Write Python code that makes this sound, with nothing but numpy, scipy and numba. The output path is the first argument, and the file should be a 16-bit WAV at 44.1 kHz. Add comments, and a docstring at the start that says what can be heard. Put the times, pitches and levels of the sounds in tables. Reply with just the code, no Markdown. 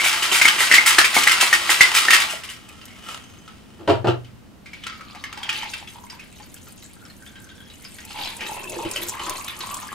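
"""Ice cubes slam from end to end of a steel cocktail shaker, as noise bursts and pings ringing its shell.
Hands and cap rub the steel, knuckles rap a table twice on its board modes, and loose cubes clink as damped sines.
The shaker is tipped: ice slides, and the drink trickles, then gurgles into a glass of ice as gliding bubbles.
A small furnished room adds echoes and a steady noise floor; a spaced pair of microphones overloads on the
hardest slams."""
import sys
import numpy as np
from scipy import signal
from scipy.fft import rfft, irfft
from scipy.io import wavfile
from scipy.ndimage import uniform_filter1d
from numba import njit

SR = 44100
rng = np.random.default_rng(int(sys.argv[2]) if len(sys.argv) > 2 else 0)


def persist_wave(psi):
    """Save psi, clipped to +-1, as 16-bit WAV."""
    counts = np.round(np.clip(psi, -1, 1) * 32767).astype(np.int16)
    wavfile.write(sys.argv[1], SR, np.atleast_2d(counts).T)


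N = 438348
T = np.arange(N) / SR


def undb(db):
    """Level to amplitude: 20 dB is a factor of ten."""
    return 10 ** (np.asarray(db, float) / 20)


def unit(x):
    """Normalization: scale to rms 1."""
    return x / np.sqrt(np.mean(x ** 2))


def high_pass(x, hz):
    """High-pass filter: second-order attenuation below a corner frequency."""
    return signal.sosfilt(signal.butter(2, hz, "high", fs=SR, output="sos"), x)


def ring(x, modes):
    """Modal superposition: two-pole resonances of alternating sign, summed to rms 1."""
    total = 0
    for k, (hz, width, db) in enumerate(modes):
        b, a = signal.iirpeak(hz, hz / width, SR)
        mode = signal.lfilter(b, a, x) * np.sqrt(hz / width)
        total = total + (-1) ** k * undb(db) * mode
    return unit(total)


def level_curve(table):
    """Amplitude envelope: levels joined by straight lines in dB, silent outside the table."""
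    s, level_db = np.transpose(table)
    return undb(np.interp(T, s, level_db, -150, -150))


def clicks(rate, spread_db, bed):
    """Shot noise: random tiny impacts of unequal but bounded size over a bed of hiss."""
    hit = rng.random(N) < rate / SR
    size = undb(spread_db * np.minimum(rng.exponential(size=N), 4)) * rng.standard_normal(N)
    return unit(hit * size) + bed * rng.standard_normal(N)


def tails(times, db, t60, rise=0.00012):
    """Exponential decay: each event jumps up and dies away, for half a second at most; powers add."""
    power = np.zeros(N)
    t60, rise = np.broadcast_to(t60, len(times)), np.broadcast_to(rise, len(times))
    for s, gain, decay_s, rise_s in zip(times, undb(db), t60, rise):
        i = int(s * SR)
        t = T[:min(SR // 2, N - i)]
        onset = 1 - np.exp(-t / max(rise_s, 1e-4))
        power[i:i + len(t)] += (gain * 1000 ** (-t / max(decay_s, .01)) * onset) ** 2
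    return np.sqrt(power)


def swell(times, db, rise, fall):
    """Exponential growth and decay: up 60 dB over rise s to each moment, down 60 dB over fall s; powers add."""
    late = T - np.reshape(times, (-1, 1))
    slope = np.where(late < 0, -late / max(rise, .01), late / max(fall, .01))
    level_db = np.reshape(db, (-1, 1)) - 60 * slope
    return np.sqrt(np.sum(undb(level_db) ** 2, axis=0))


@njit
def pings(start, hz, t60, size, glide):
    """Damped free vibration: decaying sines whose pitch may glide."""
    out = np.zeros(N)
    for k in range(len(start)):
        z, decay, w = size[k] + 0j, 1000 ** (-1 / (t60[k] * SR)), 2 * np.pi * hz[k] / SR
        for i in range(start[k], min(N, start[k] + int(t60[k] * SR))):
            z *= decay * np.exp(1j * w)
            w *= 1 + glide / (t60[k] * SR)
            out[i] += z.imag
    return out


def cubes(s, db, hz, t60, spread, linger, count):
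    """Repeated impact: a cube rings at its own pitch, then bounces at scattered pitches and fading strength."""
    wait = linger * rng.exponential(size=(len(s), count))
    detune = np.exp(spread * rng.standard_normal((len(s), count)))
    wait[:, 0], detune[:, 0] = 0, 1
    size = undb(db[:, None] - 1.0 * (wait > 0) - 8 * wait / linger)
    start = np.minimum((s[:, None] + wait) * SR, N - 1).astype(np.int64)
    f = np.minimum(hz[:, None] * detune, SR / 3)
    return pings(start.ravel(), f.ravel(), np.full(f.size, t60), size.ravel(), -0.024)


def bubbles(rate, hz, spread, cycles, spread_db, glide):
    """Bubble resonance: bubbles or droplets scattered round a pitch, each gliding up as it dies."""
    moment, scatter, strength = rng.random((3, int(rate * N / SR)))
    start = (moment * N).astype(np.int64)
    f = np.broadcast_to(hz, N)[start] * np.exp(spread * (2 * scatter - 1))
    size = undb(-spread_db * np.log(strength + .015))
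    return unit(pings(start, f, cycles / f, size, glide))  # each lasts a set number of cycles


# spectrum of the room's noise floor: (frequency [Hz], relative density [dB per Hz])
ROOM_SPECTRUM = [(25, -20), (86, -8), (148, -14.5), (209, -9.5), (253, -12), (410, -21.5), (666, -25.5),
                 (15500, -48.5)]
ROOM_DB = -46.5


def room_tone():
    """Partial coherence: steady shaped noise, low rumble to hiss, mostly unrelated at the two microphones."""
    hz, db = np.transpose(ROOM_SPECTRUM)
    gain = undb(np.interp(np.log(np.fft.rfftfreq(N, 1 / SR) + 1), np.log(hz), db))
    noise = rng.standard_normal((2, N)) + 0.54 * rng.standard_normal(N)  # own part + shared part
    return undb(ROOM_DB) * unit(irfft(rfft(noise) * gain, N))


# cubes hitting steel: (time [s], relative rattle level [dB], ring level [dB], ring pitch [Hz])
SLAMS = [(0.0, -15, -9.5, 2145), (0.04, -3.5, -14, 2265), (0.062, -9, -10.5, 2310), (0.135, -18, -27, 2080),
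         (0.224, -6, -12, 2880), (0.315, -4, -14, 2840), (0.348, -5, -8.5, 2370), (0.414, 0, -3.5, 2110),
         (0.453, -2, -2.5, 2106), (0.48, -4, -6.5, 3070), (0.586, -6.5, -18, 2400), (0.605, -5, -6, 2064),
         (0.714, -2.5, 0, 2030), (0.739, 3.5, -0.5, 1970), (0.782, -20.5, -0.5, 2130), (0.86, 5, -15, 2090),
         (0.984, 2.5, 1.5, 1760), (1.044, -6, -10, 2430), (1.139, -2.5, -19.5, 1980),
         (1.166, -5, -7.5, 2060), (1.233, -9, -19, 2380), (1.271, -1.5, -4, 2010), (1.312, -2, -10.5, 2090),
         (1.403, -1.5, -14, 2730), (1.528, -2.5, -5, 1870), (1.694, -1.5, -6, 2040),
         (1.808, 3.5, 2.5, 2062), (1.944, -1.5, -19, 2086), (1.969, -8, -5.5, 2320),
         (2.084, -17, -2.5, 1805), (2.105, 1.5, -9.5, 1890), (2.132, 2, -3, 1850), (2.199, -8.5, -16, 2790),
         (2.296, -17.5, -22, 2800), (2.335, -27, -23, 663), (2.435, -18.5, -34, 2810),
         (2.489, -20.5, -25.5, 2960)]
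# heavy cubes landing on the base: (time [s], relative level [dB])
THUMPS = [(0.058, -31.5), (0.318, -26), (0.61, -32), (0.986, -28), (1.165, -18), (1.427, -28.5),
          (1.694, -30)]
# resonances of the steel shell: (frequency [Hz], width [Hz], relative level [dB])
SHELL = [(1114, 610, -4.5), (1606, 1120, 0.5), (1898, 99, -5.5), (2123, 430, -11.5), (2380, 61, -9.5),
         (2696, 620, -6.5), (3950, 2520, -2.5), (4740, 780, -6)]
# bands of the crackle of ice and spray: (frequency [Hz], width [Hz], relative level [dB])
TREBLE = [(8200, 4850, -1), (10560, 5200, 0), (13100, 5500, -8)]
SWING_S, FIRST_SWING_S, BACK_SHARE = .2745, .015, .4  # one full swing; share of it spent going back
BACK_T60_S, FORWARD_T60_S = 0.25, 0.15
BACK_RISE_S, FORWARD_RISE_S = 0.0069, 0.00039  # time constants
SHAKE_ENDS_S, SLUSH_DB, SETTLE_T60_S = 2.22, -25.5, 0.63


def shaker():
    """Forced vibration: slams and slush excite the steel shell, a bright crackle and a dull thud."""
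    s, db, ring_db, hz = np.transpose(SLAMS)
    # the back stroke showers loose chips, the forward stroke lands the cubes cleanly
    back = (s - FIRST_SWING_S) / SWING_S % 1 < BACK_SHARE
    t60 = np.where(back, BACK_T60_S, FORWARD_T60_S)
    rise = np.where(back, BACK_RISE_S, FORWARD_RISE_S)
    slush = undb(SLUSH_DB) * 1000 ** (-np.maximum(T - SHAKE_ENDS_S, 0) / SETTLE_T60_S)
    # a long rattle is a shower of chips: brighter than one clean cube
    shower_db = 5.1 * np.log2(t60 / 0.13)
    body = tails(s, db - 12.5, t60, rise) + slush
    crack = tails(s, db - 20 + shower_db, 0.84 * t60, rise) + undb(-8.5) * slush
    thud = tails(*np.transpose(THUMPS), 0.04) * undb(11) + undb(-9.0) * slush
    rattle = clicks(1500, 2.93, 0.74)
    crackle = rattle + 1.05 * clicks(2500, 1.4, 0.26)
    thud_noise = rattle + 0.28 * rng.standard_normal(N)
    out = body * ring(rattle, SHELL) + crack * ring(crackle, TREBLE)
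    out += thud * ring(thud_noise, [(320, 207, -4.5), (640, 580, 3.5), (930, 830, 4.0)])
    out += cubes(s, ring_db, hz, 0.039, .06, 0.008, count=3)
    return high_pass(out, 220)  # the shaker's sound carries little below 220 Hz


# extra rings of the held shaker: (frequency [Hz], width [Hz], relative level [dB])
GRIPPED = [(640, 610, -3), (1345, 90, -6.5), (2200, 78, -7), (2910, 160, -8)]
HANDS_S, HANDS_DB, HANDS_RISE_S, HANDS_FALL_S = 2.99, -49, 31, 4.8
# the cap's swell, before it is averaged over CAP_SMOOTH_S
CAP_S, CAP_DB, CAP_RISE_S, CAP_FALL_S, CAP_SMOOTH_S = 3.108, -32.5, .2, .22, .04


def cap():
    """Friction excitation: hands and cap rub the wet steel once the shaking ends."""
    rub = clicks(2000, 3., 0.5)
    hands = swell(HANDS_S, HANDS_DB, HANDS_RISE_S, HANDS_FALL_S)
    pull = uniform_filter1d(swell(CAP_S, CAP_DB, CAP_RISE_S, CAP_FALL_S), int(CAP_SMOOTH_S * SR))
    steel = ring(rub, SHELL + GRIPPED) + undb(-9.0) * ring(rub, TREBLE)
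    return (T > SHAKE_ENDS_S) * (hands + pull) * steel


# cubes shifting in shaker and glass: (time [s], relative level [dB], main pitch [Hz])
CLINKS = [(2.687, -38.5, 2540), (2.814, -36.5, 2820), (3.478, -35, 1310), (4.245, -41.5, 3020),
          (4.659, -33, 2230), (4.732, -31, 2320), (4.836, -29.5, 3220), (4.866, -20.5, 1414),
          (5.01, -35, 1320), (5.149, -30.5, 900), (5.239, -24.5, 1816), (5.327, -28, 1225),
          (5.374, -27, 860), (5.431, -21.5, 3260), (5.491, -16, 2940), (5.528, -27, 1860),
          (5.63, -24.5, 910), (5.735, -22.5, 2720), (5.874, -30, 3390), (6.099, -30, 4970),
          (6.194, -32, 2550), (6.399, -37, 846), (6.428, -40, 4640), (6.565, -39.5, 3200),
          (6.67, -40, 1440), (6.824, -40, 3990), (7.052, -42, 5420), (7.099, -40, 4200),
          (7.264, -36.5, 3200), (7.356, -38.5, 3200), (7.378, -53, 1640), (7.491, -38, 3300),
          (7.7, -40.5, 3960), (7.848, -32.5, 4960), (7.985, -33, 1910), (8.106, -30, 2770),
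          (8.187, -28.5, 836), (8.273, -25.5, 3350), (8.407, -23.5, 2370), (8.464, -26.5, 3880),
          (8.85, -27.5, 2770), (8.96, -21, 2640), (9.02, -25, 3870), (9.195, -24.5, 3010),
          (9.265, -22.5, 1240), (9.48, -23, 3590), (9.606, -22.5, 4370), (9.817, -29.5, 1190)]
# sharp ticks of droplets and cracking ice: (time [s], relative level [dB])
TICKS = [(2.6898, -30), (2.8548, -27.5), (6.542, -26.5), (8.0506, -25), (8.698, -23), (8.913, -17),
         (9.2956, -12), (9.445, -23), (9.744, -17.5)]
CLINK_T60_S, CLINK_SPREAD = 0.048, 0.0997  # spread of pitch, as a natural logarithm


def clinks():
    """Impact excitation: loose cubes ring, tick and leave a short rattle in the shell."""
    s, db, hz = np.transpose(CLINKS)
    rattle = clicks(2500, 0.99, 0.42)
    body = tails(s, db - 14, 0.43) + tails(s, db - 8.5, 0.024)
    out = body * ring(rattle, SHELL) + tails(s, db - 17.5, 0.064) * ring(rattle, TREBLE)
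    out += undb(-1.0) * tails(*np.transpose(TICKS), 0.01) * ring(rng.standard_normal(N), TREBLE)
    return out + cubes(s, db - 3.0, hz, CLINK_T60_S, CLINK_SPREAD, .018, count=5)


# narrow notes that linger in steel, glass and trapped air:
# (start [s], length [s], relative level [dB], pitch [Hz], drift [Hz/s])
NOTES = [(2.853, 0.12, -53, 2060, 600), (3.22, .28, -62.5, 6380, -100), (4.658, 0.39, -52.5, 2270, 0),
         (4.867, 0.62, -47, 1312, -420), (5.373, 0.46, -45.5, 870, 0), (5.93, 0.27, -48.5, 943, 50),
         (6.961, .12, -50, 1460, 98), (7.2, 0.46, -53, 1562, 33.5), (7.515, 0.21, -50.5, 3370, -480),
         (8.412, 0.62, -44.5, 2603, 40.5)]
NOTE_T60_S, NOTE_WAVER, NOTE_EDGE_S = .035, .015, .012  # waver: relative pitch deviation


def notes():
    """Amplitude modulation: smoothed random taps keep each narrow, wavering note ringing."""
    keep = 1000 ** (-1 / (NOTE_T60_S * SR))
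    ringing = unit(signal.lfilter([1], [1, -keep], clicks(110, 2.5, .45)))
    # a new random pitch deviation every 600 samples
    waver = 1 + NOTE_WAVER * np.repeat(rng.standard_normal(N // 600 + 1), 600)[:N]
    out = 0
    for s, length, db, hz, drift in NOTES:
        gate = np.clip(np.minimum(T - s, s + length - T) / NOTE_EDGE_S + .5, 0, 1)
        pitch = (hz + drift * np.clip(T - s, 0, length)) * waver
        tone = np.sin(2 * np.pi * np.cumsum(pitch) / SR) * np.sqrt(2)
        out = out + undb(db) * gate * ringing * tone
    return out


# raps on the table: (time [s], relative level [dB], brightness relative to the rap [dB], chatter T60 [s])
RAPS = [(3.791, -33, -12, 0.51), (3.876, -6, -13.5, 0.22), (3.897, -5, -9.5, 0.2),
        (3.929, -13.5, -27, 0.13), (4.044, -11, -18.5, 0.18), (4.07, -5, -9.5, 0.18)]
# modes of the table board: (frequency [Hz], width [Hz], relative level [dB])
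BOARD = [(99, 4.4, -10.5), (122.3, 3.5, -9.5), (348, 97, -3), (463, 31, -4.5), (490, 110, -7),
         (623, 60, -8), (686, 52, -10), (920, 180, -10.5), (1370, 680, -11)]
KNUCKLE_T60_S = .01


def table():
    """Impulse response: each rap chatters into the board's modes; things standing on it tick along."""
    s, db, bright_db, t60 = np.transpose(RAPS)
    chatter = clicks(1600, 1.3, 0.66)
    blow = tails(s, db - 18, t60) * high_pass(chatter, 200) + tails(s, db - 19.5, KNUCKLE_T60_S)
    response = ring(T[:SR // 2] < .0003, BOARD)  # struck by a 0.3 ms pulse
    board = signal.fftconvolve(blow, response)[:N] * undb(-34.0)
    ticking = ring(chatter, [(2840, 450, 19), (5100, 4700, 2.0), (7960, 4000, -29)])
    return board + tails(s, db + bright_db - 10.5, t60) * ticking


# ice sliding down the tipped shaker: (time [s], relative level [dB])
SLIDE = [(4.62, -63), (4.8, -51), (5.4, -56), (5.55, -32.5), (5.8, -47), (6.1, -88)]
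# stream from the spout, a trickle at first: (time [s], relative level [dB])
FLOW = [(5.7, -56), (6.9, -55), (7.6, -58.5), (7.75, -51), (8.1, -49.5), (8.38, -44.5), (8.65, -45.5),
        (9.0, -41), (9.94, -43.5)]
# surges of the stream: (time [s], relative splash level [dB], gurgle level [dB])
SURGES = [(8.21, -34.5, -35), (8.52, -54, -32), (8.78, -42.5, -32), (9.14, -51, -33.5), (9.27, -42, -29.5),
          (9.69, -57, -29.5), (9.92, -56, -29)]
# deep glugs from inside the shaker: (time [s], level [dB])
GLUGS = [(8.47, -42.5), (8.76, -33), (8.85, -33), (9.0, -36), (9.3, -40), (9.6, -49)]
SLIDE_FIZZ_DB, SPLASH_DB, DRIP_DB = -11, -6, -6  # relative to slide, flow and flow
SURGE_RISE_S, SURGE_FALL_S = 0.45, 0.94
GURGLE_HZ, FILL_HZ_PER_S = 891, 134  # pitch at the first surge; rise as the glass fills
GLUG_RISE_S, GLUG_FALL_S = 0.55, 0.39


def pour():
    """Entrained air: the stream splashes on ice, fizzes in patches, gurgles at its trapped air's pitch, glugs."""
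    slide, flow = level_curve(SLIDE), level_curve(FLOW)
    s, splash_db, gurgle_db = np.transpose(SURGES)
    surge = swell(s, splash_db, SURGE_RISE_S, SURGE_FALL_S)
    gurgle = swell(s, gurgle_db, SURGE_RISE_S, SURGE_FALL_S)
    glug = swell(*np.transpose(GLUGS), GLUG_RISE_S, GLUG_FALL_S)
    gurgle_hz = np.maximum(GURGLE_HZ + FILL_HZ_PER_S * (T - s[0]), GURGLE_HZ / 2)
    # random level, redrawn every 30 ms
    patch = undb(4.5 * np.interp(T, np.arange(0, 10, .03), rng.standard_normal(334)))
    # droplet pitch rises and falls with the patches
    droplets = bubbles(500, 3200. * patch ** 0.423, 0.33, 26.7, 3.3, 0.21)
    splash = 0.46 * ring(clicks(2500, 1.8, 1.0), SHELL[4:]) + droplets
    fizz = .5 * ring(rng.standard_normal(N), TREBLE) + bubbles(260, 9000., .4, 24., 4., .12)
    # the splash level follows the same patches shifted by a second
    out = (slide + undb(SPLASH_DB) * flow + surge) * np.roll(patch, SR) * splash
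    out += (undb(SLIDE_FIZZ_DB) * slide + flow) * patch * fizz
    out += undb(DRIP_DB) * flow * bubbles(45, 2800., .7, 45., 3., .2)
    out += gurgle * bubbles(150, gurgle_hz, 0.11, 30.0, 2.1, 0.11)
    return out + glug * bubbles(160, 453.0, 0.32, 21.0, 1.3, 0.05)


def echoes(dry, t60, count=4):
    """Diffuse reverberation: reflections differ at each microphone and change as shaker and hands move."""
    t = T[:int(.3 * SR)]
    # crossfade round a cycle of random echoes, one every 90 ms
    place = 1 - np.abs((T / .09 + np.arange(count)[:, None]) % count - 1)
    out = 0
    for share in np.clip(place, 0, 1):
        echo = rng.standard_normal((2, len(t))) * 1000 ** (-t / t60) * (t > .001)
        echo /= np.sqrt(np.sum(echo ** 2, axis=1, keepdims=True))
        out = out + signal.fftconvolve((np.sqrt(share) * dry)[None], echo, axes=1)[:, :N]
    return out


CROSSOVER_HZ, ECHO_T60_S, TREBLE_T60_S, ECHO_DB = 4150, 0.23, 0.041, -1


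def scene():
    """Superposition: direct sound, shared by the microphones, plus reflections and room tone."""
    direct = shaker() + cap() + clinks() + notes() + table() + pour()
    dull = signal.sosfilt(signal.butter(1, CROSSOVER_HZ, fs=SR, output="sos"), direct)
    bright = direct - dull
    # furnishings soak up the treble first
    wet = echoes(dull, ECHO_T60_S) + echoes(bright, TREBLE_T60_S)
    # the right capsule is a little further off: one sample later and softer
    pair = np.array([direct, np.roll(direct, 1)])
    return undb([[-1], [-1.8]]) * (pair + undb(ECHO_DB) * wet) + room_tone()


TOP_HZ = 15700


def record(dry):
    """Overload and band limiting: the input clips near full scale; the top is cut."""
    clipped = np.clip(dry, -.93, .93)
    cut = signal.sosfilt(signal.ellip(10, .2, 75, TOP_HZ, fs=SR, output="sos"), clipped)
    return np.clip(cut, -1, 1)


dry = scene()
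out = record(dry)
persist_wave(out)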